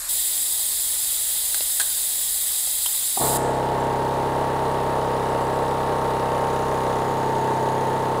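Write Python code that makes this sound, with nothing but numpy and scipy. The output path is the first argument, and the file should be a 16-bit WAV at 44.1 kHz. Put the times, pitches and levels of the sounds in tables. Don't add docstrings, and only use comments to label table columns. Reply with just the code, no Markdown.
import sys
import numpy as np
from scipy import signal
from scipy.io import wavfile
from scipy.ndimage import uniform_filter1d

SR = 44100
rng = np.random.default_rng(int(sys.argv[2]) if len(sys.argv) > 2 else 0)


def wrap_up_sound(samples):
    columns = np.atleast_2d(samples).T
    tamed = np.clip(columns, -1, 1)
    steps = np.round(tamed * 32767).astype(np.int16)
    wavfile.write(sys.argv[1], SR, steps)


def field_ratio(decibels):
    return 10 ** (np.asarray(decibels, dtype=float) / 20)


N = 361619
SLOW = np.arange(0, N / SR + .02, .01)
POLES = 28
STARTS_S = 3.19


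def evened(x):
    return x / np.sqrt(np.mean(x ** 2) + 1e-20)


def read(points, hz):
    f, value = np.transpose(points)
    return np.interp(np.log(hz + 1), np.log(f + 1), value)


def add(mix, s, sound):
    part = mix[round(s * SR):][:len(sound)]
    part += sound[:len(part)]


def spectra_grid(size):
    return np.fft.rfftfreq(size, 1 / SR)[:, None], np.arange(4 * N // size + 5) * size / 4 / SR


def noise(gain, size):
    a, b = rng.standard_normal((gain.shape[1], gain.shape[0], 2)).T
    return signal.istft((a + 1j * b) * gain, nperseg=size, noverlap=size * 3 // 4)[1][:N]


def colour(x, points):
    log_gain = np.log(field_ratio(read(points, abs(np.fft.fftfreq(8192, 1 / SR)))))
    taps = np.fft.ifft(np.exp(signal.hilbert(log_gain).conj())).real[:2048]
    return signal.oaconvolve(x, taps)[:N]


def drift(rate, count=20):
    return evened(sum(np.sin(2 * np.pi * (f * SLOW + rng.random())) for f in rate * np.geomspace(.1, 1, count)))


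def ramp(t, start, end):
    return np.clip((t - start) / (end - start), 0, 1)


def hold(t, start, full, easing, end):
    return ramp(t, start, full) - ramp(t, easing, end)


# (frequency [Hz], level [dB per Hz])
ROOM_TONE = [(8.8, -32), (15, 0), (40, 4), (50, 0), (65, -4.5), (107, -10), (173, -15), (400, -18),
             (520, -23), (880, -120)]


def room_tone():
    hz, t = spectra_grid(size=4096)
    return field_ratio(-53) * evened(noise(field_ratio(read(ROOM_TONE, hz)) * np.ones(len(t)), size=4096))


def cock_state(t):
    opens_s, open_rise_s, settle_s = .085, .01, .25
    pinch_s, shuts_s, shut_fall_s = 3.2, 3.372, .006
    leak_db, flow_db, burst_db, pinch_db, shut_db = -30, -23.5, 1.3, -1.8, -48
    leak_opening, flow_opening, pinch_opening = .07, .92, .72
    opened, pinched = ramp(t, opens_s, opens_s + open_rise_s), ramp(t, pinch_s, shuts_s)
    fresh = np.exp(-np.maximum(t - opens_s, 0) / settle_s)
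    db = leak_db + opened * (flow_db + burst_db * fresh - leak_db) + pinch_db * pinched ** 2
    db = db + shut_db * ramp(t, shuts_s, shuts_s + shut_fall_s)
    wide = flow_opening + (1 - flow_opening) * fresh + pinched * (pinch_opening - flow_opening)
    return db, leak_opening + opened * (wide - leak_opening)


# (frequency [Hz], level [dB per Hz])
JET_OPEN = [(88, -56), (150, -23.5), (327, -19.5), (802, -13), (1280, -21.5), (2390, -17), (3970, -7),
            (5630, -14.5), (8320, 1.5), (10700, -3), (12800, -17), (13600, 4.5), (14170, -9), (14700, 0),
            (15800, -9.5)]
# (frequency [Hz], level [dB per Hz])
JET_NARROW = [(290, -77), (500, -45), (578, -8), (728, -20), (1020, -11.5), (1680, -9), (1840, -10),
              (2120, -13.5), (3090, -18), (4070, -7.5), (6100, -12.5), (7570, -1), (9300, -2), (10000, -10),
              (11000, -1), (12400, -5), (13300, -22), (14800, -11), (15800, -20)]
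# (frequency [Hz], width [Hz], level [dB])
GAP = [(1966, 310, -17), (2544, 110, -23), (3294, 270, -10), (3720, 520, -8), (3990, 370, -9.5),
       (4720, 430, -8.5), (5180, 400, -11.5), (6460, 170, -10), (7050, 210, -10.5), (7280, 100, 1.5),
       (7800, 170, 0), (8330, 180, -5.5), (8310, 190, 1), (9000, 120, -23), (9290, 120, -22),
       (9790, 200, 4), (10330, 230, 1), (10980, 310, 1), (11700, 360, -6.5), (12200, 260, -9),
       (12750, 150, -13), (13400, 220, 1), (13850, 320, 0), (14550, 350, -9), (15000, 250, -12),
       (15400, 200, -9)]


def jet():
    hz, t = spectra_grid(size=512)
    opening = np.clip(cock_state(t)[1], 0, 1)
    humps = sum(field_ratio(2 * db) / (1 + (2 * (hz - f) / w) ** 4) for f, w, db in GAP)
    wide = np.sqrt(humps + field_ratio(2 * (read(JET_OPEN, hz) - 4.5)))
    narrow = field_ratio(read(JET_NARROW, hz))
    patches = rng.standard_normal((len(t), len(hz))).T
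    patches = evened(uniform_filter1d(uniform_filter1d(patches, 9, 0), 7, 1))
    flicker_db = 1.0 * patches + 0.35 * rng.standard_normal(len(t))
    shape = opening * evened(wide) + (1 - opening) * evened(narrow)
    air = noise(shape * field_ratio(flicker_db), size=512)
    return field_ratio(cock_state(np.arange(N) / SR)[0]) * evened(air)


# (frequency [Hz], t60 [s])
WALLS = [(100, .6), (1000, 0.82), (4000, 0.76), (8000, 0.95), (11000, 0.47), (15000, 0.31)]


def workshop_echo(x):
    taps = np.zeros(SR // 2)
    at = np.arange(300, len(taps) - 20, 20)
    taps[at + rng.integers(0, 20, len(at))] = rng.choice([-1., 1.], len(at))
    hz, t, z = signal.stft(taps, SR, nperseg=256)
    decay = field_ratio(-60 * t / read(WALLS, hz)[:, None])
    tail = signal.istft(z * decay, SR, nperseg=256)[1]
    return signal.oaconvolve(x, tail / np.linalg.norm(tail))[:N]


# (time [s], crack [dB], ring [Hz], ring level [dB], ring t60 [s])
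TICKS = [(1.544, -8.5, 1610, -25, .031), (1.607, -10, 594, -20.5, 0.015), (1.798, -6.5, 1636, -21, 0.066),
         (1.804, -8, 1610, -21.5, 0.13), (1.809, -11, 1780, -25, 0.053), (1.814, -9, 2900, -34, .028),
         (2.673, -17, 694, -32, 0.015), (2.859, -12, 954, -27.5, .04), (2.862, -12.5, 3140, -16.5, 0.045),
         (2.95, -18, 3600, -29, .03)]
# (frequency [Hz], level [dB per Hz])
CRACK = [(100, -48), (400, -10), (800, -4.5), (1500, -8), (2700, -6), (4000, 1), (6000, -8.5), (9000, 6.5),
         (15000, -13)]


def ticks():
    cracks, rings, t = np.zeros(N), np.zeros(N), np.arange(6000) / SR
    for s, db, hz, ring_db, t60 in TICKS:
        crack = rng.standard_normal(len(t)) * field_ratio(db - 6 - 60 * t / .035)
        top_hz = min(9.7 * hz, 14000, .45 * SR)
        add(cracks, s, signal.lfilter(*signal.butter(2, top_hz, fs=SR), crack))
        for near, quick in [(1, 1), (.95, .3), (1.06, .25)]:
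            ring = field_ratio(ring_db - 5 - 60 * t / (t60 * quick)) * np.sin(2 * np.pi * hz * near * t)
            add(rings, s, ring * np.minimum(t / 0.0011, 1))
    return colour(cracks, CRACK) + rings


# (time [s], level [dB])
KICKS = [
    (3.172, -20),
    (3.198, -22),
    (3.21, -19),
]
# (frequency [Hz], level [dB], t60 [s])
FRAME = [(250, -9, 0.05), (370, -5, 0.055), (526, -15, 0.045), (722, -0.5, 0.044), (798, 1, 0.064),
         (953, -5.5, 0.086), (1110, -6, 0.044)]


def kicks():
    out, t = np.zeros(N), np.arange(6000) / SR
    for s, db in KICKS:
        ring = np.zeros(len(t))
        for hz, mode_db, t60 in FRAME:
            pitch = hz * rng.uniform(.94, 1.06)
            ring += field_ratio(mode_db - 60 * t / min(t60, .09)) * np.sin(2 * np.pi * pitch * t)
        add(out, s, field_ratio(db) * ring * np.minimum(t / 0.0022, 1))
    return out


# (time [s], pole whine [Hz])
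SPEED = [(3.2, 934.2), (4.6, 926.9), (5.4, 924.7), (6.4, 920.2), (7.5, 919.2), (8.2, 916.6)]


def shaft_turns(t):
    known_s, known_turns = 3.6, 13.6
    turns = np.cumsum(np.interp(t, *np.transpose(SPEED))) / POLES / SR
    return turns - turns[round(known_s * SR)] + known_turns


def tank_load(t):
    return ramp(t, 3.7, 5.65)


def hand_grip(t):
    return hold(t, 6.95, 7.28, 7.9, 8.33)


# (shaft order, level [dB])
FREE = [(1, -16.5), (2, -10), (3, -9), (4, -3), (5, -8.5), (6, -12), (7, -9.5), (8, -9.5), (9, -11),
        (10, -8), (11, -15), (12, -5), (13, -6), (14, -1.5), (15, -4), (16, -42.5), (17, -7), (18, -20),
        (19, -6.5), (20, -38), (21, -28), (22, -10), (23, -12), (24, -3.5), (25, -6), (26, -4.5),
        (27, -2.5), (28, 3),
        (29, -27), (30, -14.5), (31, -24.5), (32, -7), (33, -10), (34, -8), (35, -10.5), (36, -17.5),
         (37, -24.5), (38, -11.5), (40, -16), (41, -17), (42, -17)]
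# (shaft order, change [dB])
LIGHT_SHIFT = [(4, 1.5), (6, -2), (8, 3), (11, 6), (14, -3.5), (15, -3.5), (16, 5), (20, 30), (21, 22),
               (24, -7), (25, 5), (26, 3), (31, -23), (33, 2)]
# (shaft order, change [dB])
HELD_SHIFT = [(2, -18), (4, 2), (7, 2.5), (11, 8), (13, 5), (14, -5), (16, 20), (17, -5), (19, -16),
              (23, 4), (24, -7), (27, 5), (30, 10), (31, -8)]
BLOWS = [(1, 0, -1, .1), (4, 0, 1, .3), (7, .605, 1, .15), (13, .72, 1, .9), (17, .13, 1, .9),
         (24, .78, 1, 1.3), (29, .63, 1, 1.6)]


def shaft_orders(turns):
    out, t = np.zeros(N), np.arange(N) / SR
    load, grip = tank_load(SLOW), hand_grip(SLOW)
    for order, free_db in FREE:
        _, at, sign, scatter = [blow for blow in BLOWS if blow[0] <= order][-1]
        upper_db = -4 * (order > POLES)
        light_db = dict(LIGHT_SHIFT).get(order, 0) + upper_db
        held_db = dict(HELD_SHIFT).get(order, 0) + upper_db
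        waver = .03 * order ** .5 * (order != POLES) + .03
        db = free_db + (1 - load) * light_db + grip * held_db + 1.5 * waver * drift(5.0, count=8)
        db = db - 32.5
        if order == POLES:
            db = db - 0.44 * load + 0.9 * grip - 3.5 * (1 - ramp(SLOW, 3.55, 3.9))
            db = db + .5 * drift(1.48, count=8)
        slip = rng.normal(0, scatter) + waver * drift(4.0, count=8)
        phase = 2 * np.pi * order * (turns - at) + np.interp(t, SLOW, slip)
        out += sign * np.interp(t, SLOW, field_ratio(db)) * np.cos(phase)
    return np.sqrt(2) * out


# (frequency [Hz], level [dB per Hz])
COVERS = [(30, -72), (200, -12.5), (300, -9), (380, 1.5), (480, 2), (600, 3.5), (700, 1.5), (800, -2.5),
          (950, -6), (1100, -4.5), (1300, -17), (1800, -16.5), (2300, -30), (4000, -71)]


def covers(turns, rattle_db):
    often = 1 + .5 * np.cos(2 * np.pi * 4 * (turns - .6)) + .45 * np.cos(2 * np.pi * 2 * (turns - .62))
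    struck = rng.random(N) < 2500 * often / SR
    knocks = struck * field_ratio(2.2 * np.minimum(rng.exponential(1, N), 4))
    knocks *= rng.choice([-1., 1.], N)
    scrape = .5 * rng.standard_normal(N)
    return field_ratio(rattle_db) * evened(colour(evened(knocks) + scrape, COVERS))


# (frequency [Hz], level [dB per Hz])
AIRWAY = [(710, -26), (1200, -5), (1520, -9.5), (1950, -2.5), (2150, -23), (2610, -12), (2880, -16.5),
          (3810, -15), (5930, -25.5), (6460, -25.5), (8370, -22.5), (9950, -25), (12200, -29.5),
          (14500, -29.5), (15800, -33)]
# (crank angle [turns], length [turns], gain [dB], centre [Hz], width [octaves])
PUFFS = [(.6, .05, 7, 2800, .6), (.06, .07, 3.5, 4000, .9), (.58, .03, 4, 4500, .5),
         (.36, .12, -2.5, 4000, .8), (.5, .03, 8, 14000, .4), (.3, .03, 3, 10000, .5),
         (.8, .12, 4, 13500, .4), (.57, .04, 5, 6200, .35), (.64, .04, 4, 1500, .8),
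         (.27, .17, -6, 6300, .2), (.24, .2, -5, 14800, .25)]


def airway(turns, running, depth):
    hz, t = spectra_grid(size=128)
    angle = np.interp(t * SR, np.arange(N), turns)
    depth = np.interp(t * SR, np.arange(N), depth)
    db = read(AIRWAY, hz) + 0.32 * rng.standard_normal(len(t))
    for at, length, gain_db, centre_hz, octaves in PUFFS:
        near = (angle - at + .5) % 1 - .5
        away = np.log2((hz + 1) / centre_hz) / octaves
        db = db + depth * gain_db * np.exp(-(near / length) ** 2 - away ** 2)
    return field_ratio(-42 + 2.5) * running * evened(noise(field_ratio(db), size=128))


# (frequency [Hz], peak [dB], t60 [s], crank angle [turns])
REEDS_FIRST = [(6250, -40, .014, .53), (6680, -46, .025, .58), (6780, -42, .03, .76),
               (10400, -41, .014, .5), (14600, -52, .025, .74), (13950, -53, .02, .52),
               (1970, -42, .05, .64)]
# (frequency [Hz], peak [dB], t60 [s], crank angle [turns])
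REEDS_SECOND = [(9760, -43, .03, .84), (8930, -49, .03, .32), (1650, -38, .03, .63), (1900, -40, .04, .1),
                (2930, -39, .015, .58), (5700, -44, .012, .56), (11000, -50, .03, .84),
                (13900, -50, .009, .5), (14700, -51, .008, .51), (11750, -51, .025, .14),
                (10050, -47, .012, .31), (12950, -53, .025, .74)]


def reeds(turns, modes, ring_db):
    out, t = np.zeros(N), np.arange(1500) / SR
    for hz, db, t60, at in modes:
        passes = np.diff(np.floor(turns - at), prepend=-1.) > 0
        where = np.flatnonzero(passes & (turns > 1))
        for i, (size, detune) in zip(where, rng.standard_normal((len(where), 2))):
            pitch = hz * (1 + .018 * detune * min(.015 / t60, 1))
            decay = field_ratio(db + ring_db[i] + 0.96 * size - 60 * t / t60)
            add(out, i / SR, decay * np.sin(2 * np.pi * pitch * t) * np.minimum(t / 0.00045, 1))
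    return out


# (time [s], length [s], pitch [Hz], level [dB])
SQUEAKS = [(3.776, .008, 7400, -48), (3.801, .012, 7500, -42), (3.835, .008, 7500, -46),
           (5.26, .02, 7670, -52), (5.288, .03, 7670, -49), (5.404, .03, 7680, -48),
           (5.442, .025, 7680, -50), (5.527, .025, 7690, -51), (5.605, .03, 7680, -55),
           (5.68, .045, 7690, -53)]


def squeaks():
    out = np.zeros(N)
    for s, length, hz, db in SQUEAKS:
        t = np.arange(0, length, 1 / SR)
        glide = np.cumsum(hz * (1 + .03 * np.exp(-t / .003))) / SR
        add(out, s, field_ratio(db) * np.sin(2 * np.pi * glide) * signal.windows.tukey(len(t), .6))
    return out


def compressor():
    t = np.arange(N) / SR
    load, grip, turns = tank_load(t), hand_grip(t), shaft_turns(t)
    running = ramp(t, STARTS_S, STARTS_S + 0.029)
    rattle_db = -28.5 + 0.2 * grip - 9 * (1 - running)
    body = running * (shaft_orders(turns) + covers(turns, rattle_db)) + kicks()

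    early = turns + np.interp(t, [STARTS_S, N / SR], [.02, .065])
    cold_db = -15 * (1 - ramp(t, STARTS_S, STARTS_S + .11))
    chatter = hold(t, 6.1, 6.55, 7.92, 8.15)
    first_db = -7 + 6.5 * chatter + cold_db
    second_db = -4.5 + 4.5 * np.sqrt(load) - 4.5 * np.sqrt(grip) + cold_db
    valves = reeds(early, REEDS_FIRST, first_db) + reeds(early, REEDS_SECOND, second_db)
    puff_depth = 0.7 + 0.23 * load - 0.21 * grip
    return body, airway(early, running, puff_depth) + valves + squeaks()


def scene():
    cock = jet() + ticks()
    body, air = compressor()
    echo = workshop_echo(field_ratio(-12.5) * cock + field_ratio(-7) * air)
    mono = cock + body + air + echo + room_tone()
    return np.array([mono, mono])


def top_cut(x):
    return signal.sosfilt(signal.butter(12, 15980, fs=SR, output="sos"), x)


def record(dry):
    low_pass = signal.firwin(1023, 15760, window=("kaiser", 9), fs=SR)
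    limited = signal.oaconvolve(dry, low_pass[None], "same")
    return top_cut(limited)


dry = scene()
out = record(dry)
wrap_up_sound(out)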